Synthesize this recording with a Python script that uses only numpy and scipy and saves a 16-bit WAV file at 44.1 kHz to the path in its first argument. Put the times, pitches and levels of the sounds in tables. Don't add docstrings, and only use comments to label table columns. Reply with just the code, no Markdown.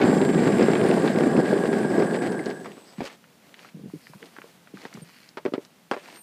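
import sys
import numpy as np
from scipy import signal
from scipy.fft import rfft, irfft
from scipy.io import wavfile
from scipy.ndimage import uniform_filter1d, map_coordinates

SR = 44100
rng = np.random.default_rng(int(sys.argv[2]) if len(sys.argv) > 2 else 0)


def put_to_file(sound):
    columns = np.atleast_2d(sound).T
    safe = np.clip(columns, -1, 1)
    whole_steps = np.round(safe * 32767)
    wavfile.write(sys.argv[1], SR, whole_steps.astype(np.int16))


N = 274302
T = np.arange(N) / SR

# time in seconds, electrical frequency in Hz.
MOTOR_HZ = [(0, 318), (.4, 288), (.7, 270), (1.0, 243), (1.4, 212), (1.8, 182), (2.2, 147), (2.5, 80),
            (2.8, 25), (3.2, 5)]


def undb(db):
    return 10 ** (np.asarray(db) / 20)


def unit(x):
    return x / np.sqrt(np.mean(x ** 2))


def burst(x, db):
    return x * undb(db) / np.sqrt(uniform_filter1d(x ** 2, size=220).max())


def curve(rows):
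    return np.interp(T, *np.transpose(rows))


def add(out, start, x):
    i = max(int(start * SR), 0)
    out[i:i + len(x)] += x[:max(N - i, 0)]


def wander(rate):
    hold = max(int(SR / rate), 1)
    stairs = np.repeat(rng.standard_normal(N // hold + 1), hold)
    return unit(uniform_filter1d(uniform_filter1d(stairs, hold), hold)[:N])


def colour(x, points, size=4096):
    hz, db = np.transpose(points)
    bins = np.maximum(np.fft.rfftfreq(size, 1 / SR), 1)
    cepstrum = irfft(np.log(undb(np.interp(np.log(bins), np.log(hz), db))))
    cepstrum[1:size // 2] *= 2
    cepstrum[size // 2 + 1:] = 0
    return signal.fftconvolve(x, irfft(np.exp(rfft(cepstrum))))[:len(x)]


def resonance(x, hz, width, passes=1):
    hz = min(hz, SR / 3)
    for _ in range(passes):
        x = signal.lfilter(*signal.iirpeak(hz, hz / min(width, SR / 4), fs=SR), x)
    return x


def contacts(rate, spread_db, count=N):
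    hits = (rng.random(count) < rate / SR) * rng.choice([-1, 1], count)
    return unit(hits * undb(spread_db * np.minimum(rng.exponential(size=count), 4)))


def speed_share():
    return curve(MOTOR_HZ) / MOTOR_HZ[0][1]


def bounce(speed):
    crawl_share = 0.23
    return 1 / (1 + (crawl_share / speed) ** 2.48)


def street():
    # frequency in Hz, gain in dB.
    air_eq = [(30, -45), (70, -13), (110, -7.5), (170, 6.5), (240, 4), (330, -4), (520, -4), (800, -7),
              (1200, -9.5), (2500, -11.5), (3800, -13.5), (5600, -17), (15000, -22.5)]
    swell_db = .6 * wander(3)
    return unit(colour(rng.standard_normal(N), air_eq)) * undb(-57 + swell_db)


def squeaks():
    # start and length in seconds, pitch in Hz, level in dB, waver as a share of the pitch,
    # upper mode against the lower in dB.
    squeals = [(3.885, 0.7, 8800, -70, 0.035, -5), (5.014, 0.031, 8730, -49.5, 0.02, -19),
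               (5.894, 0.44, 8560, -62, 0.012, -8), (6.125, 0.15, 8750, -50.5, 0.007, -7)]
    upper_ratio = 1.39
    out = np.zeros(N)
    for start, length, hz, db, waver, upper_db in squeals:
        t = T[:int(length * SR)]
        pitches = [mode * (1 + waver * wander(1200)[:len(t)]) for mode in (hz, hz * upper_ratio)]
        lower, upper = (np.sin(2 * np.pi * np.cumsum(pitch) / SR) for pitch in pitches)
        grip = np.sin(np.pi * t / length) * undb(2.5 * wander(160)[:len(t)])
        add(out, start, burst(grip * (lower + undb(upper_db) * upper), db))
    return out


def hub_rubs():
    # start and length in seconds, level at the crest in dB.
    rubs = [(2.84, .11, -58.5), (3.997, .13, -61), (4.25, 0.28, -70)]
    ring = unit(resonance(contacts(4400, 1.5), 4950, 900, passes=2))
    return ring * sum(undb(db) * np.sin(np.pi * np.clip((T - start) / length, 0, 1))
                      for start, length, db in rubs)


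def crackle():
    snaps_per_s, centre_hz, decay_s = 45, 2020, 0.015
    envelope = signal.lfilter([1], [1, -np.exp(-1 / (decay_s * SR))], np.abs(contacts(snaps_per_s, 2.5)))
    snaps = envelope * rng.standard_normal(N)
    return unit(resonance(resonance(snaps, centre_hz, 1300), centre_hz, 1700))


def scuffs():
    # start and length in seconds, then the levels of crunch, rasp and sand in dB.
    drags = [(2.694, 0.38, -54.5, -66, -71), (2.973, 0.19, -50, -56.5, -76),
             (3.029, 0.054, -45, -47.5, -68), (3.42, 0.14, -59, -66, -70), (3.557, .15, -56, -57.5, -69),
             (3.873, 0.38, -70, -62, -64), (4.196, 0.098, -53.5, -71, -83), (4.24, 0.35, -59, -65.5, -67),
             (4.737, 0.17, -52.5, -55, -68), (4.903, 0.11, -53.5, -61, -66), (4.997, 0.32, -71, -56, -66),
             (5.602, 0.067, -53.5, -77, -69), (5.913, 0.14, -52.5, -73, -73), (6.023, 0.18, -52, -53, -66)]
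    # frequency in Hz, gain in dB.
    crunch_eq = [(40, -50), (150, -6), (300, 3.5), (700, 0.5), (1100, -3), (2100, -12), (2800, -10),
                 (3800, -9.5), (4800, -16.5), (6500, -15.5), (10000, -25), (15000, -34)]
    # centre and width in Hz, relative level in dB.
    rasp_bands = [(2110, 2360, 6), (4100, 1300, -1)]
    crushed = contacts(3000, 3.5) * undb(1.2 * wander(80))
    crunch = unit(colour(crushed, crunch_eq)) + undb(-9.5) * crackle()
    grains = contacts(1800, 3.7)
    rasp = unit(sum(undb(db) * unit(resonance(grains, hz, width, passes=2))
                    for hz, width, db in rasp_bands))
    sand = unit(resonance(contacts(5600, 2.4), 9400, SR / 4, passes=2))
    out = np.zeros(N)
    for start, length, crunch_db, rasp_db, sand_db in drags:
        on = (T > start) & (T < start + length)
        swell = np.sin(np.pi * (T[on] - start) / length) ** 0.36
        texture = undb(crunch_db) * crunch[on] + undb(rasp_db) * rasp[on] + undb(sand_db) * sand[on]
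        out[on] += swell * texture
    return out


def steps():
    # start in seconds, level in dB, pitch in Hz.
    footfalls = [(2.981, -29.5, 207), (3.74, -35.5, 167), (3.768, -40.5, 194), (3.791, -42, 150),
                 (3.81, -43, 200), (3.834, -35.5, 167), (3.855, -32.5, 215), (3.875, -41, 180),
                 (3.935, -29.5, 295), (3.952, -37, 162), (4.093, -44.5, 146), (4.15, -42, 203),
                 (4.219, -42.5, 462), (4.736, -35, 191), (4.944, -37, 210), (4.971, -39.5, 217),
                 (5.015, -38.5, 164)]
    attack_s, t60_s = 0.0015, 0.077
    out, t = np.zeros(N), T[:SR // 6]
    muffle = signal.butter(3, [135, 480], "band", fs=SR, output="sos")
    push = (1 - np.exp(-t / attack_s)) * undb(-60 * t / t60_s)
    for start, db, hz in footfalls:
        crunch = unit(resonance(rng.standard_normal(len(t)), 0.65 * hz, 100))
        thump = push * (np.sin(2 * np.pi * hz * t) + 0.77 * crunch)
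        add(out, start, burst(signal.sosfilt(muffle, thump), db))
    return out


def chip_snaps():
    # start in seconds, relative level in dB, centre of the bright band in Hz.
    chippings = [(0.016, -29, 2100), (0.032, -29.5, 2200), (0.215, -31, 2200), (0.347, -35, 2520),
                 (0.477, -33, 2500), (0.595, -32, 2500), (0.611, -32, 2400), (0.735, -29, 2290),
                 (0.753, -29, 2360), (0.814, -30.5, 2100), (0.865, -34, 2200), (0.913, -29, 2300),
                 (1.077, -27, 2030), (1.161, -32, 2150), (1.208, -34, 2100), (1.366, -32, 2300),
                 (1.577, -41, 2200), (1.656, -33, 2340), (2.163, -43, 2520), (2.321, -45, 4400),
                 (2.459, -39, 4650), (2.502, -42, 4200), (2.662, -48, 2580), (2.718, -47, 3100),
                 (2.891, -55, 1800), (2.983, -47, 1200), (3.053, -40, 4600), (3.073, -41, 2800),
                 (3.241, -50.5, 1980), (3.542, -42, 2680), (3.592, -44, 2800), (3.647, -43, 1370),
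                 (3.688, -50, 2060), (3.9, -51, 900), (4.069, -41.5, 1960), (4.135, -42.5, 1270),
                 (4.228, -39.5, 2160), (4.258, -52, 4500), (4.365, -41.5, 1560), (4.386, -39, 1770),
                 (4.418, -40, 1830), (4.673, -47, 1840), (4.772, -43, 1570), (4.829, -50, 2200),
                 (4.853, -40, 2090), (4.908, -56, 1100), (4.928, -45, 1900), (4.94, -45, 6740),
                 (4.952, -47, 2200), (4.972, -47, 1200), (5.093, -52, 1200), (5.29, -46, 5560),
                 (5.539, -37.5, 2970), (5.65, -48.5, 5740), (5.913, -35, 4080), (6.058, -46.5, 1800),
                 (6.086, -42, 950), (6.101, -48, 2500), (6.171, -49, 1750)]
    out, t = np.zeros(N), T[:SR // 10]
    envelope = undb(-60 * t / 0.0044) + undb(-12 - 60 * t / 0.053)
    for start, db, hz in chippings:
        snap = contacts(9000, 0.95, count=len(t)) * envelope
        bright = resonance(resonance(snap, hz, 0.68 * hz), hz, 1.3 * hz)
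        rounded = resonance(bright, 0.27 * hz, 0.41 * hz)
        add(out, start, burst(rounded, db + 1.5))
    return out


def stone_pings():
    # start in seconds, pitch in Hz, level in dB, time to fall 60 dB in seconds.
    pings = [(2.393, 2090, -32, 0.027), (3.006, 710, -23, 0.015), (3.041, 547, -33.5, 0.05)]
    out, t = np.zeros(N), T[:SR // 10]
    for start, hz, db, t60 in pings:
        add(out, start, burst(np.sin(2 * np.pi * hz * t) * undb(-60 * t / t60), db))
    return out


def blow(thud_db, clack_db, thud_hz):
    # pitch in Hz, relative level in dB, seconds to fall 60 dB.
    deck_modes = [(200, -17, 0.045), (313, 7, 0.027), (403, 4, 0.052), (461, 5, 0.051), (576.3, 4.5, 0.079),
                  (675, -8, 0.043), (891, -3, 0.062), (1213, -8, 0.073), (1600, -1, 0.048),
                  (1890, -4.5, 0.05), (2114, -16.5, 0.039), (2750, -4, 0.053)]
    # frequency in Hz, gain in dB.
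    clack_eq = [(40, -48), (90, -31), (250, -10.5), (390, -3.5), (540, 0.5), (870, 1), (1300, -3.5),
                (1750, -7), (2050, -7.5), (2400, -11.5), (2900, -16.5), (3400, -19), (5300, -23.5),
                (6300, -35), (8000, -32.5), (15000, -60)]
    t = T[:SR // 7]
    deck = np.zeros(len(t))
    for hz, db, t60 in deck_modes:
        vary_db, detune = rng.standard_normal(2) * [0.5, 0.023]
        deck += undb(db + vary_db - 60 * t / t60) * np.sin(2 * np.pi * hz * (1 + detune) * t)
    favoured = resonance(deck, thud_hz, 163)
    contact_s = np.interp(thud_db - clack_db, [5, 18], [.0001, .00028])
    push = t * np.exp(-t / contact_s)
    low_cut = signal.butter(4, 136, "high", fs=SR, output="sos")
    thud = signal.sosfilt(low_cut, signal.fftconvolve(favoured, push)[:len(t)])
    rattle = contacts(7000, 1.3, count=len(t)) * (undb(-60 * t / 0.07) + undb(-27 - 60 * t / 0.124))
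    crack = rng.standard_normal(len(t)) * undb(7 - 60 * t / 0.0097)
    clack = unit(colour(rattle + crack, clack_eq)) + 0.08 * unit(np.diff(deck, prepend=0))
    return burst(thud, thud_db) + burst(clack, clack_db)


def knocks():
    # start in seconds, thud and clack levels in dB, second blow against the first in dB,
    # centre of the thud in Hz.
    hits = [(0.095, -10, -31, -11, 250), (0.214, -14.5, -27.5, -4, 307), (0.334, -19, -32, -13, 203),
            (0.470, -11, -31, -1.5, 256), (0.594, -12, -24.5, -19, 410), (0.608, -13, -29, -7, 398),
            (0.683, -12, -27, -8, 383), (0.812, -18, -33, -9, 190), (0.901, -13.5, -30, -6, 370),
            (0.974, -18, -28.5, -15, 394), (1.040, -17.5, -38, -14, 280), (1.155, -17.5, -32, -14, 357),
            (1.235, -13.5, -28, -5, 280), (1.268, -15, -39, -9, 258), (1.382, -16.5, -39, 0, 377),
            (1.529, -12, -29, -9, 370), (1.562, -19, -34, -7, 380), (1.599, -29, -33, -16, 400),
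            (1.637, -19, -29.5, -10, 430), (1.729, -16.5, -25, -11, 370), (1.847, -18.5, -33, -10, 410),
            (1.980, -15, -33, -11, 396), (1.992, -16, -30.5, -3.5, 414), (2.022, -18.5, -29, -7, 405),
            (2.137, -21.5, -40, 0, 380), (2.220, -18, -33, -9, 298), (2.314, -26, -40, -16, 400),
            (2.465, -21.5, -38, -16, 410), (2.494, -26.5, -39, -12, 396), (2.646, -35, -38, -12, 400),
            (2.658, -52, -33.5, -7, 400), (2.769, -42.5, -48.5, 0, 253), (3.0061, -29, -33, -4, 290),
            (3.018, -27, -39, -14, 267), (4.384, -42.5, -45, -21, 330), (4.441, -43, -54, -21, 486),
            (4.852, -36.5, -33, -25, 197), (5.372, -34, -31, -7.5, 424), (5.452, -21, -32, 2, 382),
            (5.481, -30.5, -43.5, -22, 260), (5.521, -31, -52, -29, 338), (5.537, -21, -26.5, -13, 283),
            (5.553, -34, -36.5, -17, 400), (5.579, -23, -43, -30, 363), (5.9131, -21.5, -17.5, -8.5, 340),
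            (5.935, -34.5, -28.5, -3, 350), (5.965, -32.5, -35, -5.5, 462)]
    second_wheel_s = .008
    out = np.zeros(N)
    for start, thud_db, clack_db, second_db, thud_hz in hits:
        add(out, start, blow(thud_db, clack_db, thud_hz))
        add(out, start + second_wheel_s, blow(thud_db, clack_db, thud_hz) * undb(second_db))
    return out


def current_smear(switch_phase, speed):
    # time in seconds, level in dB.
    levels = [(0, -62), (1.5, -59), (2.2, -52.5), (2.45, -59.5), (2.6, -67), (2.9, -65)]
    opening_half_width_hz, share_at_rest = 640, 0.13
    low_pass = signal.butter(5, opening_half_width_hz, fs=SR, output="sos")
    position = np.cumsum(share_at_rest + (1 - share_at_rest) * speed)
    noises = signal.sosfilt(low_pass, rng.standard_normal((2, N)))
    cos_gain, sin_gain = (np.interp(position, np.arange(N), noise) for noise in noises)
    return unit(cos_gain * np.cos(switch_phase) + sin_gain * np.sin(switch_phase)) * undb(curve(levels))


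def high_flutter(motor_phase, speed):
    # centre and width in Hz, base level in dB.
    bands = [(9130, 256, -57), (9530, 220, -61.5)]
    # time in seconds, boost in dB.
    flare = [(.7, 0), (.82, 4), (1.0, 4.5), (1.1, 0)]
    flutter_phase = motor_phase / 7
    depth = np.interp(T, [.65, .85], [.2, 1])
    out = np.zeros(N)
    for hz, width, db in bands:
        flutter_db = 4.5 * np.sin(flutter_phase + 1.1 * wander(9)) + 2.5 * wander(30)
        band = resonance(rng.standard_normal(N), hz, width, passes=2)
        out += undb(db) * unit(undb(depth * flutter_db) * band)
    return out * undb(curve(flare)) * speed ** 0.347 * bounce(speed)


def controller_whine(speed):
    # offset from the switching tone in multiples of the motor frequency, relative level in dB.
    sidebands = [(-5, -20), (-3, -20), (-2, 0), (-1, -11), (1, -17), (2, -14), (4, -15)]
    # frequency in Hz, gain in dB.
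    hiss_eq = [(6900, -36.5), (7350, 1.5), (7600, 0), (8350, -1), (8800, -3), (9300, -16), (9600, -19),
               (9900, -18), (10500, -48.5)]
    switch_hz = 8015
    judder = np.interp(T, [.65, .85, 1.8, 2.7], [.008, .05, .13, .5])
    judder_loss_db = np.interp(T, [.68, .85], [0, -6])
    motor_phase = 2 * np.pi * np.cumsum(curve(MOTOR_HZ) * (1 + judder * wander(110))) / SR
    switch_phase = 2 * np.pi * switch_hz * T
    lines = unit(sum(undb(db + 1.3 * wander(17)) * np.sin(switch_phase + multiple * motor_phase)
                     for multiple, db in sidebands))
    lines *= speed ** 0.8 * undb(-48 + judder_loss_db)
    tone = np.sin(switch_phase) * undb(-68.5 + 1.5 * (1 - speed) + 4 * wander(60))
    hiss = unit(colour(rng.standard_normal(N), hiss_eq)) * speed * bounce(speed) * undb(-49.5)
    whine = lines + hiss + current_smear(switch_phase, speed) + high_flutter(motor_phase, speed)
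    turning = np.interp(T, [2.91, 2.97], [1, 0])
    braking = np.interp(T, [.03, .045, 3.14, 3.2], [0, 1, 1, 0])
    return (whine * turning + tone) * braking


def wind(speed):
    buffet = unit(resonance(resonance(rng.standard_normal(N), 48, 83), 45, 104))
    return buffet * speed ** 3 * undb(-59.5 + 2.8 * wander(22.7))


def drive_ring(speed):
    pitch_drift = .008
    ring = resonance(resonance(contacts(3000, 2.2), 1645, 79), 1584, 290)
    position = np.cumsum(1 + pitch_drift * wander(5))
    wavering = unit(map_coordinates(ring, [position], order=1, mode="mirror"))
    return wavering * speed ** -0.89 * bounce(speed) ** 2.75 * undb(-41)


def deck_boom(speed, rumble_db):
    drone = unit(resonance(resonance(contacts(900, 0.98), 197, 59), 228, 160))
    jolts = unit(resonance(resonance(contacts(45, 1.5), 215, 110), 280, 260))
    return drone * speed ** 4 * undb(-22.5) + jolts * speed ** 1.5 * undb(-24 + rumble_db)


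def tarmac():
    # start and length in seconds, change of rumble and of grit in dB.
    patches = [(0.0, 0.11, 2.5, 4.5), (0.14, 0.093, 1, -1), (0.306, 0.033, -6, -11), (0.44, 0.06, 1, 3),
               (0.508, 0.07, -1, -2), (0.587, 0.066, 3, 6), (0.664, 0.071, 0.5, 4), (0.815, 0.12, 2, 2.5),
               (0.945, 0.1, -1.5, 1.5), (1.09, 0.06, -3, 1), (1.171, 0.07, 3, 3), (1.322, 0.091, 4.5, 2),
               (1.408, 0.13, -0.5, -0.5), (1.511, 0.082, 2.5, 3), (1.578, .06, -1.5, -3),
               (1.946, 0.108, 3.5, 2), (2.128, 0.053, 0, 10), (2.211, 0.093, 1, 6.5), (2.425, 0.042, -4, 2),
               (2.447, 0.089, 2.5, 9), (2.526, 0.14, -4, 0), (2.653, 0.082, 2, 12.5),
               (2.696, 0.067, -0.5, 3)]
    edge_s = 0.018
    rumble_db, grit_db = np.zeros(N), np.zeros(N)
    for start, length, rumble_change, grit_change in patches:
        on = np.clip(np.minimum(T - start, start + length - T) / edge_s, 0, 1)
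        rumble_db += rumble_change * on
        grit_db += grit_change * on
    return rumble_db, grit_db


def rolling(speed):
    # frequency in Hz, gain in dB.
    rumble_eq = [(18, -67), (30, -54.5), (75, -42.5), (113, -19.5), (157, -5.5), (200, -2), (287, -6),
                 (344, -2.5), (386, -0.5), (571, -10), (754, -11), (996, -22), (1170, -19.5), (1270, -29.5),
                 (1500, -23), (1950, -61.5), (3300, -120)]
    grit_eq = [(700, -6.5), (1200, -2), (1900, 7), (2400, -6.5), (3100, -6.5), (4000, -9.5), (4900, -6.5),
               (5700, -30), (7000, -14.5), (10500, -48), (15000, -44)]
    # centre and width in Hz, relative level in dB.
    hub_modes = [(2040, 480, 11.5), (2270, 110, 3), (2730, 260, -7), (4530, 330, -19), (5100, 170, 0)]
    coarseness = wander(44.67)
    rumble_db, grit_db = tarmac()
    shake = speed ** 0.62 * bounce(speed) * undb(-20.5 + rumble_db)
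    grind = speed ** 0.91 * bounce(speed) * undb(-40 + grit_db)
    rumble = unit(colour(contacts(1800, 2.87), rumble_eq)) * shake * undb(1.32 * coarseness)
    grit = unit(colour(contacts(3200, 1.5), grit_eq)) * grind * undb(2 * coarseness + 1.2 * wander(200))
    hubs = sum(undb(db) * unit(resonance(contacts(70, 3.5), hz, width)) for hz, width, db in hub_modes)
    ticks = unit(hubs) * grind * undb(-4.5)
    stones = crackle() * speed ** 2.7 * bounce(speed) * undb(-40)
    ring = drive_ring(speed)
    tread_fizz = unit(resonance(contacts(5400, 3.9), 3440, 4200))
    tread_fizz *= speed ** 0.64 * undb(-51 + 1.8 * coarseness)
    ride = rumble + grit + ticks + stones + ring + tread_fizz + wind(speed) + deck_boom(speed, rumble_db)
    return ride * np.interp(T, [2.85, 2.98], [1, 0])


def scene():
    speed = speed_share()
    board = rolling(speed) + controller_whine(speed) + knocks()
    ground = steps() + chip_snaps() + stone_pings() + scuffs()
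    return (board + ground + hub_rubs() + squeaks() + street())[None]


def record(dry):
    low_cut = signal.butter(2, 25, "high", fs=SR, output="sos")
    high_cut = signal.ellip(10, .2, 80, 15300, fs=SR, output="sos")
    return signal.sosfilt(high_cut, signal.sosfilt(low_cut, dry))


dry = scene()
out = record(dry)
put_to_file(out)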